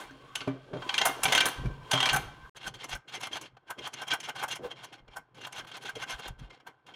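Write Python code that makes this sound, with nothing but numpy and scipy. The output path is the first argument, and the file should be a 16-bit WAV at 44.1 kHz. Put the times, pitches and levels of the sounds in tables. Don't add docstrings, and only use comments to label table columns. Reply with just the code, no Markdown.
import sys
import numpy as np
from scipy import signal
from scipy.fft import rfft, irfft, next_fast_len
from scipy.io import wavfile
from scipy.ndimage import uniform_filter1d

SR = 44100
rng = np.random.default_rng(int(sys.argv[2]) if len(sys.argv) > 2 else 0)


def dump_mix(stems):
    frames = np.atleast_2d(stems).T
    limited = np.clip(frames, -1, 1)
    pcm = np.round(limited * 32767).astype(np.int16)
    wavfile.write(sys.argv[1], SR, pcm)


N = 306615
T = np.arange(N) / SR
SILENCE_S = (2.495, 2.549)
SLOW, SPED_UP = T < SILENCE_S[0], T > SILENCE_S[1]

# f/Hz, t60/s before each passage shortens it
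GARAGE_DECAY = [(400, 0.64), (1200, 0.66), (3500, 0.55), (9000, 0.35)]
# t/s, rumble/dB, nominal rise/ms, nominal fall/ms, drone/dB and flop/dB re the rumble
LOW_LURCHES = [(0.13, -63, 150, 200, -13, -16), (0.53, -67.5, 270, 90, 4, 19.5),
               (0.78, -64.5, 115, 150, 14, 23.5), (1.03, -62.5, 120, 200, 6, 19),
               (1.3, -57, 130, 151, 11, 18.5), (1.46, -61.5, 65, 60, 16, 24),
               (1.6, -35.5, 35, 90, -5.5, -19), (1.665, -32.5, 60, 110, -2, -11.5),
               (1.82, -46, 90, 60, -1.5, -7), (2.15, -43, 91, 150, 5, 1), (2.25, -49.5, 70, 200, -1, -20),
               (2.44, -51, 110, 120, -10.5, -22), (2.68, -54, 40, 90, 8, -3), (2.76, -66, 40, 70, 10, 5),
               (2.951, -46, 50, 51, -2, -7), (3.34, -62, 40, 40, -2, -3), (3.43, -74.5, 30, 60, 17, 21),
               (3.53, -70, 29.9, 40.2, 14, -7), (3.8, -69, 40, 90, 9, 20.5), (4.37, -78, 20, 60, 20, 23),
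               (4.605, -75, 20, 40, 26, 34.5), (4.65, -79, 64, 60, 5, 34), (4.78, -78, 60, 90, 18, 12),
               (5.03, -60, 50, 50, -3, -8), (5.09, -58.5, 30, 60, -13, -11), (5.19, -60, 50, 50, 4.5, -11),
               (5.35, -80, 50, 90, 20.5, 13), (5.61, -65, 30, 90, 11, 3), (5.97, -60, 57, 60, 7, 8),
               (6.15, -45, 30, 30, -6, -10), (6.309, -39.5, 40, 50, -8.5, -17),
               (6.415, -43.5, 40, 70.5, -3, -18), (6.68, -79, 30, 60, 11, 18)]
# t/s, nominal rubbing/dB, roller f/Hz, whirr/dB
HOSE_RUN = [(0.0, -50.5, 1014, -53), (0.12, -64, 1043, -62), (0.33, -64, 1150, -56.5),
            (0.44, -66.5, 1170, -57), (0.6, -67, 1160, -70.5), (0.74, -65, 1157, -67),
            (0.83, -56, 1014, -51), (0.95, -51.5, 1027, -43.5), (1.06, -47, 890, -43),
            (1.15, -57, 1101, -52), (1.27, -48, 971, -43), (1.38, -45.5, 1029, -40), (1.5, -53, 973, -51),
            (1.69, -61, 1051, -54.5), (1.8, -65, 1000, -58.5), (1.91, -56, 1000, -50),
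            (2.07, -41, 1015, -34), (2.2, -64.5, 891, -59), (2.3, -61.5, 1056, -62),
            (2.5, -65.5, 1072, -55)]
# t/s, level/dB, rise and fall/ms, f/Hz
HOLLOW_RUBS = [(2.765, -52, 20, 419), (3.18, -54, 20, 400), (3.805, -49, 18, 400), (4.655, -39, 37, 490),
               (5.385, -53, 17, 430), (5.555, -52, 24, 429), (5.85, -52.5, 20, 430),
               (5.975, -47, 19, 450.6), (6.2, -51, 20, 430)]
# t/s, peak/dB, boost of the modes after the second/dB, of the hollow second/dB
HOSE_KNOCKS = [(0.104, -46, 10, 19), (0.412, -41.5, -4, 2), (0.474, -21, 3, 6.5), (0.733, -25.5, 3.5, -8.5),
               (1.063, -36.5, 3.5, 1), (1.251, -30, 3, -4.5), (1.934, -21.5, -4, -7.5),
               (2.132, -35, 3.5, 0.5)]
# f/Hz, relative level/dB, t60/s
DRUM_MODES = [(130.3, -4, 0.29), (270.8, -6, 0.34), (162, -7, 0.16), (398, -1, 0.087), (603.6, -7, 0.16),
              (690, -3.5, 0.049), (1170, -11, 0.099)]
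# t/s, nominal level/dB
FLANGE_BLOWS = [(0.02, -44.5), (0.11, -44), (0.37, -41), (0.73, -65), (1.08, -44), (1.25, -27), (1.39, -27),
                (1.429, -31), (1.47, -22.5), (1.93, -31), (2.15, -21.5), (2.46, -46.5), (2.67, -36),
                (2.96, -37), (3.17, -50), (3.37, -51), (3.718, -34), (4.03, -35), (4.141, -24.5),
                (4.305, -40), (4.445, -33.5), (5.18, -48), (5.61, -38.5), (5.895, -33), (6.039, -35),
                (6.14, -36), (6.29, -43), (6.68, -45), (6.8, -67)]
# f/Hz, width/Hz before each passage scales it, relative level/dB
STEEL_MODES = [(775, 67, -2), (969, 32, -6), (1520, 41, -1), (1980, 24, -8), (2120, 26, -6), (2340, 50, -3),
               (2800, 29, -6), (2980, 37, -5), (3210, 71, 0), (3660, 65, -9), (4200, 35, -13),
               (4440, 71, -12), (5430, 88, -17), (6190, 100, -10), (6800, 52, -14), (8560, 59, -21),
               (8980, 40, -20), (9320, 65, -16), (9990, 75, -22), (10200, 34, -21), (10800, 210, -21)]
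# f/Hz, relative level/dB
STEEL_BODY = [(300, -22), (800, -6.5), (1300, -9), (2000, -15), (3200, -12.5), (4200, -18.5), (5200, -21.5),
              (7000, -21), (10000, -24.5), (15000, -41.5)]
# low f/Hz, high f/Hz
STEEL_BANDS = [(1800, 5000), (500, 1800), (5000, 9000), (9000, 17000), (3100, 3350), (6050, 6350),
               (720, 860)]
# crest t/s, level/dB, nominal rise/ms, nominal fall/ms,
# then weight on the drum/dB, tick/dB and clink/dB re the pawl band
RATTLE_GUSTS = [(2.57, -47.5, 18, 26, -3.5, -3.5, -13), (2.632, -47, 51, 100, -6.5, -20, -20),
                (2.679, -41, 37, 21, 1.5, 0, -25), (2.741, -47.5, 4.4, 42, -7, -6, 2),
                (2.82, -46.5, 58, 73, -6, -20, -11), (2.844, -43, 11, 23, 4, 2.5, -19),
                (2.894, -45, 14, 51, -3, 0, -6), (2.931, -36.5, 42, 34, -5.5, -11.5, -23),
                (2.95, -51.5, 4, 31, 10, 8.5, -17), (3.087, -49, 15, 46, -10, -13.5, -16),
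                (3.153, -39, 50, 44, -4.5, -8.5, -19), (3.214, -43, 21, 7.6, 1.5, 1, -12),
                (3.233, -38.5, 24, 61, -5, -7, -16), (3.271, -47, 17, 20, 8, 0, -11),
                (3.331, -42.5, 27, 83, -7.5, -8.5, 3), (3.372, -39.5, 43, 22, 0.5, -8.5, -19),
                (3.414, -50, 6.5, 35, 0, 7, -13), (3.455, -49.5, 85, 42, -9, -17, -17),
                (3.571, -59.5, 5, 13, 5.5, -29.5, -16), (3.683, -57.5, 20, 21, -1.5, -22, -22),
                (3.706, -51, 10.4, 23, 18.5, 8.5, -14), (3.794, -43, 22, 10.7, -7, -13, 2),
                (3.865, -41.5, 85, 14, -5.5, -19, 3), (3.874, -48, 11, 21, 10, 4.5, -12),
                (3.94, -43, 16, 16, -12, -1, -6), (3.999, -46.5, 97, 53, -3.5, -22, -23),
                (4.019, -43.5, 11, 37, 6, -2.5, -6), (4.083, -42.5, 21, 22, 1.5, -2.5, 9),
                (4.115, -28, 20.7, 50, -8.5, -20, 2), (4.137, -48.5, 9.7, 26, 22, 14.5, -11),
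                (4.204, -42.5, 6.7, 26, -5.5, 1, -16), (4.24, -41, 19, 66, -11, -10.5, -22),
                (4.293, -40, 23, 27.4, 6.5, -5, -2), (4.361, -42.5, 14.5, 33, 0, -9, -11),
                (4.395, -41.5, 35, 81, -2, -15, -9), (4.437, -44.5, 22, 26.5, 16, 5, -21),
                (4.483, -45, 5.7, 28, 5, 5, -12), (4.521, -34.5, 29, 37, -7.5, -4.5, 6.5),
                (4.559, -47, 19, 25, 5, 4, -18), (4.646, -53.5, 28, 75, 8, -19, -11),
                (4.714, -45.5, 18, 29, -5, -17, 8.5), (4.776, -53.5, 36, 200, -4, -31, -3),
                (4.847, -46.5, 24, 18, 2.5, 1, -12), (4.931, -48, 13, 44, -5, -13, -29),
                (4.995, -65, 48, 16, 0, -24, 6), (5.083, -55.5, 6, 12, 1, -34, -14),
                (5.147, -58, 64, 11, -1, -28, -16), (5.169, -59, 14.5, 30, 20.5, 12.5, -11),
                (5.348, -58, 4.7, 39, -8, -10, -9), (5.379, -55.5, 25, 67, 0.5, -17, -2),
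                (5.418, -47, 18, 22, -8, -12, -1), (5.452, -41, 33, 20, -6.5, -17, -11),
                (5.471, -50.5, 17, 24, 11, 1, -16), (5.526, -44, 6.4, 24, -5, -1.5, -15),
                (5.56, -50, 12, 100, -11, -5, -6), (5.595, -41.5, 85, 27, -1, -10, -14),
                (5.651, -55.5, 16, 9.1, 10, -12, -9), (5.673, -50, 9.4, 63, 0, -10, -13),
                (5.718, -44.5, 9.4, 19, -7, -14, 5), (5.748, -41.5, 25, 35, -4, -21, -11),
                (5.77, -47, 13, 22, 5, -3, -19), (5.835, -48.5, 40, 19, -1.5, -4, -19),
                (5.856, -39.5, 13.5, 75, -7.5, -15, -15), (5.893, -49.5, 8, 29, 7.5, 2.5, -7),
                (5.956, -45, 6.4, 38, -8, -5, 8.5), (6.039, -40.5, 82, 11, -1.5, -9, -22),
                (6.108, -39.5, 52, 73, -0.5, -5.5, -15), (6.198, -49.5, 36, 23, 3.5, -6, -8),
                (6.256, -46, 93, 71, -4.5, -27, -18), (6.283, -51, 12, 15, 12.5, 9, -9),
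                (6.395, -56, 14, 25, -7, -5.5, -20), (6.437, -62, 78, 70, 2.5, -22, -15),
                (6.505, -50, 9, 18, -6, -25, -12), (6.533, -59, 35, 66, -3, -31, -22),
                (6.602, -63, 6.6, 23, 4, -23, -1.5), (6.669, -54, 5.5, 45, 8, -5, 1),
                (6.867, -55.5, 5.4, 46, -13, -11, -1), (6.889, -59, 13, 85, 5.5, -23, 6),
                (6.94, -53, 4.6, 38, -5, -31, 8)]
# t/s, level/dB
DRUM_CLUNKS = [(0.01, -48), (1.016, -24.5), (1.056, -34.5), (1.073, -23), (1.255, -24), (1.322, -27.5),
               (1.457, -42), (1.915, -30.5), (2.131, -25), (2.146, -22.5)]
# t/s, nominal peak/dB, nominal fall/ms,
# then weight on the drum/dB, tick/dB and clink/dB re the pawl band
PAWL_CLACKS = [(0.002, -47, 70, 4, -3, -20), (0.77, -49.5, 90, -6, -25, 3), (1.83, -52.5, 70, -3, -25, 3),
               (0.1072, -44.5, 18, -13, -13, -15), (0.3535, -21, 20, -9.5, -5.5, -21),
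               (0.405, -28, 21, -12, -33, -14.5), (0.414, -33, 11, 6, -33, -13),
               (0.474, -38, 34, 8.5, -20, -12), (0.7317, -41.5, 60, 6.5, -27.5, -16.5),
               (0.82, -36.5, 28, 3, -28, -5), (0.8754, -40.5, 26, -9, -22.5, -8),
               (0.8909, -18.5, 21, -8.5, -21, -1.5), (0.94, -14, 18, -16, -14.5, -5.5),
               (0.979, -11, 23, -16.5, -15.5, -15), (1.0141, -7.5, 13, -8.5, -23.5, -23),
               (1.053, -21.5, 31, 9, 1.5, -22), (1.0714, -30, 31, 2, -0.5, -17.5),
               (1.089, -30.5, 13, 4, -13.5, -19), (1.2327, -17, 24, -2, 2, -7),
               (1.254, -12, 17, -9, -21, -24), (1.2816, -20.5, 54, -5, -20.5, -14.5),
               (1.322, -7.5, 21, -5.5, -10.5, -4.5), (1.349, -9, 25, -9.5, -9, -17.5),
               (1.3754, -6.5, 17, -12.5, -18, -23.5), (1.404, -9.5, 24, -15, -15.5, -23.5),
               (1.4448, -28, 38, -11.5, -18, -9), (1.4548, -21.5, 36, 3, -1, -18),
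               (1.4845, -33, 19, 11.5, -2.5, -19.5), (1.6575, -39.5, 24, 2.5, -15.5, -28),
               (1.9125, -13.5, 15, -10.5, -3, 0.5), (1.932, -13, 26, -2.5, -10, -4),
               (1.9505, -23.5, 43, 1, -19.5, 9), (1.9745, -21.5, 46, -5.5, -26.5, 2),
               (2.0028, -12, 18, -9, -13, -20.5), (2.0278, -13.5, 18, -7.5, -16.5, 6.5),
               (2.056, -9.5, 20, -14, -16, -10.5), (2.0892, -9.5, 25, -10, -20.5, -20.5),
               (2.13, -24.5, 25, 2, 0, -20), (2.1427, -21.5, 13, 4.5, -2.5, -14),
               (2.1613, -23, 19, 7, -3, -33)]

# base/dB, then dB per dB of weight, of tick, of level above the median
CLACK_SIZZLE, CLACK_CHIME = (-3, 0.43, 1.25, -0.03), (-11.5, -0.1, 0.7, 0.04)
CLACK_CLUNK = (-16.5, 0.9, 0.1, 0)
GUST_SIZZLE, GUST_CHIME = (-7, 0.19, 0.83, -0.18), (-7.5, -0.49, 0.8, 0.12)
FLANGE_HZ, SHRILL_HZ = 1546, 13550


def undb(db):
    return 10 ** (np.asarray(db, float) / 20)


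def unit(x):
    return x / np.sqrt(np.mean(x ** 2))


def band(x, lo_hz, hi_hz):
    return signal.sosfilt(signal.butter(2, [lo_hz, hi_hz], "band", fs=SR, output="sos"), x)


def grit(grain_ms, rough_db, count=1):
    grain = int(grain_ms * SR / 1000)
    size = uniform_filter1d(np.repeat(rng.standard_normal(N // 8), grain)[:N], grain)
    return unit(rng.standard_normal((count, N)) * undb(rough_db * size))


def wavering(hz, width_hz):
    noise = rng.standard_normal(N) + 1j * rng.standard_normal(N)
    drift = signal.lfilter([1], [1, -np.exp(-np.pi * width_hz / SR)], noise)
    phase = 2 * np.pi * np.cumsum(np.broadcast_to(hz, N)) / SR
    return unit((drift * np.exp(1j * phase)).real)


def bursts(crest_s, db, rise_ms, fall_ms, shares_db, bends, stretches):
    t = T[::16]
    power = np.zeros((len(bends), len(t)))
    for (s, level, rise, fall), shares in zip(np.broadcast(crest_s, db, rise_ms, fall_ms), shares_db):
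        ms = 1000 * (t - s)
        near = np.abs(ms) < 250
        apart = np.where(ms < 0, -ms / rise, ms / fall)[near]
        for row, share, bend, stretch in zip(power, (0, *shares), bends, stretches):
            row[near] += undb(level + share - 20 * (apart / stretch) ** bend) ** 2
    return np.array([np.interp(T, t, row) for row in np.sqrt(power)])


def swells(crest_s, db, rise_ms, fall_ms, bend):
    return bursts(crest_s, db, rise_ms, fall_ms, [()] * len(crest_s), [bend], [1])[0]


def band_shares(blows, *laws):
    weight, tick, clink = blows[:, -3:].T
    excess = blows[:, 1] - np.median(blows[:, 1])
    sizzle, *rings = [base + per_weight * weight + per_tick * tick + per_level * excess
                      for base, per_weight, per_tick, per_level in laws]
    return np.transpose([weight, tick, sizzle, clink, *rings])


def garage(x, decay_scale):
    t = T[:SR]
    tail = sum(band(rng.standard_normal(SR), hz / 1.51, hz * 1.75) * undb(-60 * t / (decay_scale * t60))
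               for hz, t60 in GARAGE_DECAY)
    tail *= 1 - np.exp(-t / 0.018)
    return signal.fftconvolve(x, tail / np.sqrt(np.sum(tail ** 2)))[:len(x)]


def handling_and_flop(rubbing, gusting):
    lurches = np.array(LOW_LURCHES)
    power = bursts(*lurches[:, :4].T, lurches[:, 4:], bends=[1.2] * 3, stretches=(1.05, 0.95, 0.95)) ** 2
    power += np.where(SLOW, undb([[-72.5], [-63], [-66.5]]), undb([[-91], [-79], [-81]])) ** 2
    power[2] += (undb(-0.5) * rubbing) ** 2
    gust_power = np.abs(uniform_filter1d((gusting / undb(-44.5)) ** 2, int(0.027 * SR)))
    power += gust_power ** 0.53 * undb([[-95], [-60.5], [-56]]) ** 2
    rumble, drone, flop = np.sqrt(power)
    return (rumble * unit(band(wavering(42, 22), 21.9, 94))
            + drone * unit(band(wavering(128, 30), 96, 330))
            + flop * unit(band(grit(9.5, 4.7)[0], 240, 557)))


def roller_whirr():
    s, _, hz, db = np.transpose(HOSE_RUN)
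    return undb(np.interp(T, s, db)) * wavering(np.interp(T, s, hz), width_hz=79)


def hose_friction(rubbing):
    band_db = np.array([[-49], [-47.5], [-59.5], [-66], [-68]])
    slopes = np.array([[1.05], [1.5], [1.6], [1.3], [1.2]])
    return undb(band_db) * (rubbing / undb(-50)) ** slopes * grit(5.5, 1.5, count=5)


def hollow_rubs():
    s, db, ms, hz = np.transpose(HOLLOW_RUBS)
    return swells(s, db, ms, ms, bend=1.8) * wavering(np.interp(T, s, hz), width_hz=80)


def hose_knocks():
    mixes = rng.uniform(0.19, 1, (len(HOSE_KNOCKS), len(DRUM_MODES)))
    t, out = T[:SR // 2], np.zeros(N)
    for (start, peak_db, upper_db, hollow_db), mix in zip(HOSE_KNOCKS, mixes):
        ring = np.zeros(len(t))
        for k, (hz, db, t60) in enumerate(DRUM_MODES):
            boost_db = (k > 1) * upper_db + (k == 1) * hollow_db
            ring += (-1) ** k * mix[k] * undb(db + boost_db - 60 * t / t60) * np.sin(2 * np.pi * hz * t)
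        ring *= 1 - np.exp(-t / 0.0034)
        out[int(start * SR):][:len(t)] += undb(peak_db) * ring / np.abs(ring).max()
    return out


def flange_ring():
    s, db = np.transpose(FLANGE_BLOWS)
    swell = swells(s, db - 4, rise_ms=29, fall_ms=19, bend=1.31) + SLOW * undb(-68.5)
    t60_s = np.where(s < SILENCE_S[0], 0.98, 0.52)
    t = T[::64]
    age = (t - s[:, None]) / t60_s[:, None]
    tails = (age > 0) * undb(db[:, None] - 26 - 60 * np.abs(age))
    tail = np.interp(T, t, tails.sum(axis=0))
    return swell * wavering(FLANGE_HZ, 30) + tail * wavering(1.01 * FLANGE_HZ, 14)


def squeal(envelopes):
    pawl, drum, _, sizzle = envelopes[:4]
    heavy = drum ** 2 / (pawl ** 2 + drum ** 2 + 1e-12)
    return sizzle * heavy ** 1.5 * wavering(SHRILL_HZ, width_hz=150)


def sheet_steel(force, width_scale, ring_db, scatter_db):
    length = force.shape[1]
    size = next_fast_len(length + SR // 2)
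    hz = np.fft.rfftfreq(size, 1 / SR) + 1e-3
    body_hz, body_db = np.transpose(STEEL_BODY)
    body = undb(np.interp(np.log(hz), np.log(body_hz), body_db))
    mode_hz, width, db = np.transpose([*STEEL_MODES, (SHRILL_HZ, 70, -22)])[:, :, None]
    modes = undb(db + ring_db) / (1 + 1j * (hz ** 2 - mode_hz ** 2) / (hz * width_scale * width))
    in_narrow_band = sum((mode_hz > lo) & (mode_hz < hi) for lo, hi in STEEL_BANDS[4:])
    muffled = modes * undb(-5 * in_narrow_band)
    chance = rng.standard_normal((3, len(modes)))
    mixes = undb(scatter_db * (chance - chance.mean(axis=0))) * (-1) ** np.arange(len(modes))
    hold = int(0.035 * SR)
    place = np.repeat(rng.integers(3, size=length // hold + 1), hold)[:length]
    spectrum = 0
    for k, mix in enumerate(mixes):
        contact = uniform_filter1d(1.0 * (place == k), 64)
        broad, narrow = body + mix @ muffled, body + mix @ modes
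        for push, (lo, hi) in zip(force, STEEL_BANDS):
            detune = 1j * (hz ** 2 - lo * hi) / (hz * (hi - lo))
            answer = (broad if hi > 1.5 * lo else narrow) / (1 + np.sqrt(2) * detune + detune ** 2)
            spectrum += rfft(push * contact, size) * answer / np.sqrt(np.mean(np.abs(answer) ** 2))
    return irfft(spectrum, size)[:length]


def rattle_gusts():
    gusts = np.array(RATTLE_GUSTS)
    envelopes = bursts(*gusts[:, :4].T, band_shares(gusts, GUST_SIZZLE, GUST_CHIME),
                       bends=(2.09, 1, 0.67, 1.33, 0.59, 2.6),
                       stretches=(0.8, 0.98, 0.56, 0.64, 0.51, 0.52))
    envelopes[:2] += undb([[-86], [-73]])
    return envelopes


def sped_up_winding(gusts):
    force = gusts * grit(1.2, 2.6, count=6)
    rattle = sheet_steel(force[:, SPED_UP], width_scale=1.3, ring_db=-4.5, scatter_db=4)
    whirr = undb(-7) * gusts[1] * wavering(1000, width_hz=81)
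    return rattle + (whirr + hollow_rubs() + undb(-4) * squeal(gusts))[SPED_UP]


def pawl_clacks():
    clacks = np.array(PAWL_CLACKS)
    s, db, fall_ms = clacks[:, :3].T
    return bursts(s + 0.0014, db - 7, rise_ms=3, fall_ms=fall_ms,
                  shares_db=band_shares(clacks, CLACK_SIZZLE, CLACK_CHIME, CLACK_CLUNK),
                  bends=(1.06, 0.89, 0.62, 1.8, 0.51, 1.5, 0.24),
                  stretches=(0.75, 1.41, 0.69, 0.85, 1.1, 1.3, 0.79))


def slow_winding(clacks, rubbing):
    shrill = undb(-5) * squeal(clacks)
    force = clacks * grit(0.8, 3.8, count=7)
    s, db = np.transpose(DRUM_CLUNKS)
    force[6] += swells(s, db, rise_ms=3, fall_ms=20, bend=0.7) * grit(0.8, 2.9)[0]
    force[:5] += hose_friction(rubbing)
    reel = sheet_steel(force[:, SLOW], width_scale=0.5, ring_db=-2.4, scatter_db=4.7)
    return reel + (hose_knocks() + roller_whirr() + shrill)[SLOW]


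def scene():
    s, rubbing_db = np.transpose(HOSE_RUN)[:2]
    rubbing = SLOW * undb(np.interp(T, s, rubbing_db))
    gusts = rattle_gusts()
    slow = slow_winding(pawl_clacks(), rubbing)
    sped_up = sped_up_winding(gusts)
    out = (SLOW | SPED_UP) * (handling_and_flop(rubbing, SPED_UP * gusts[0]) + flange_ring())
    out[SLOW] += slow + undb(-15.5) * garage(slow, decay_scale=0.78)
    out[SPED_UP] += sped_up + undb(-22.5) * garage(sped_up, decay_scale=0.28)
    return out[None]


def record(dry):
    ceiling, top_hz = 0.18, 15850
    flattened = dry / (1 + (dry / ceiling) ** 6) ** (1 / 6)
    return signal.sosfilt(signal.ellip(10, 0.2, 80, top_hz, fs=SR, output="sos"), flattened)


dry = scene()
out = record(dry)
dump_mix(out)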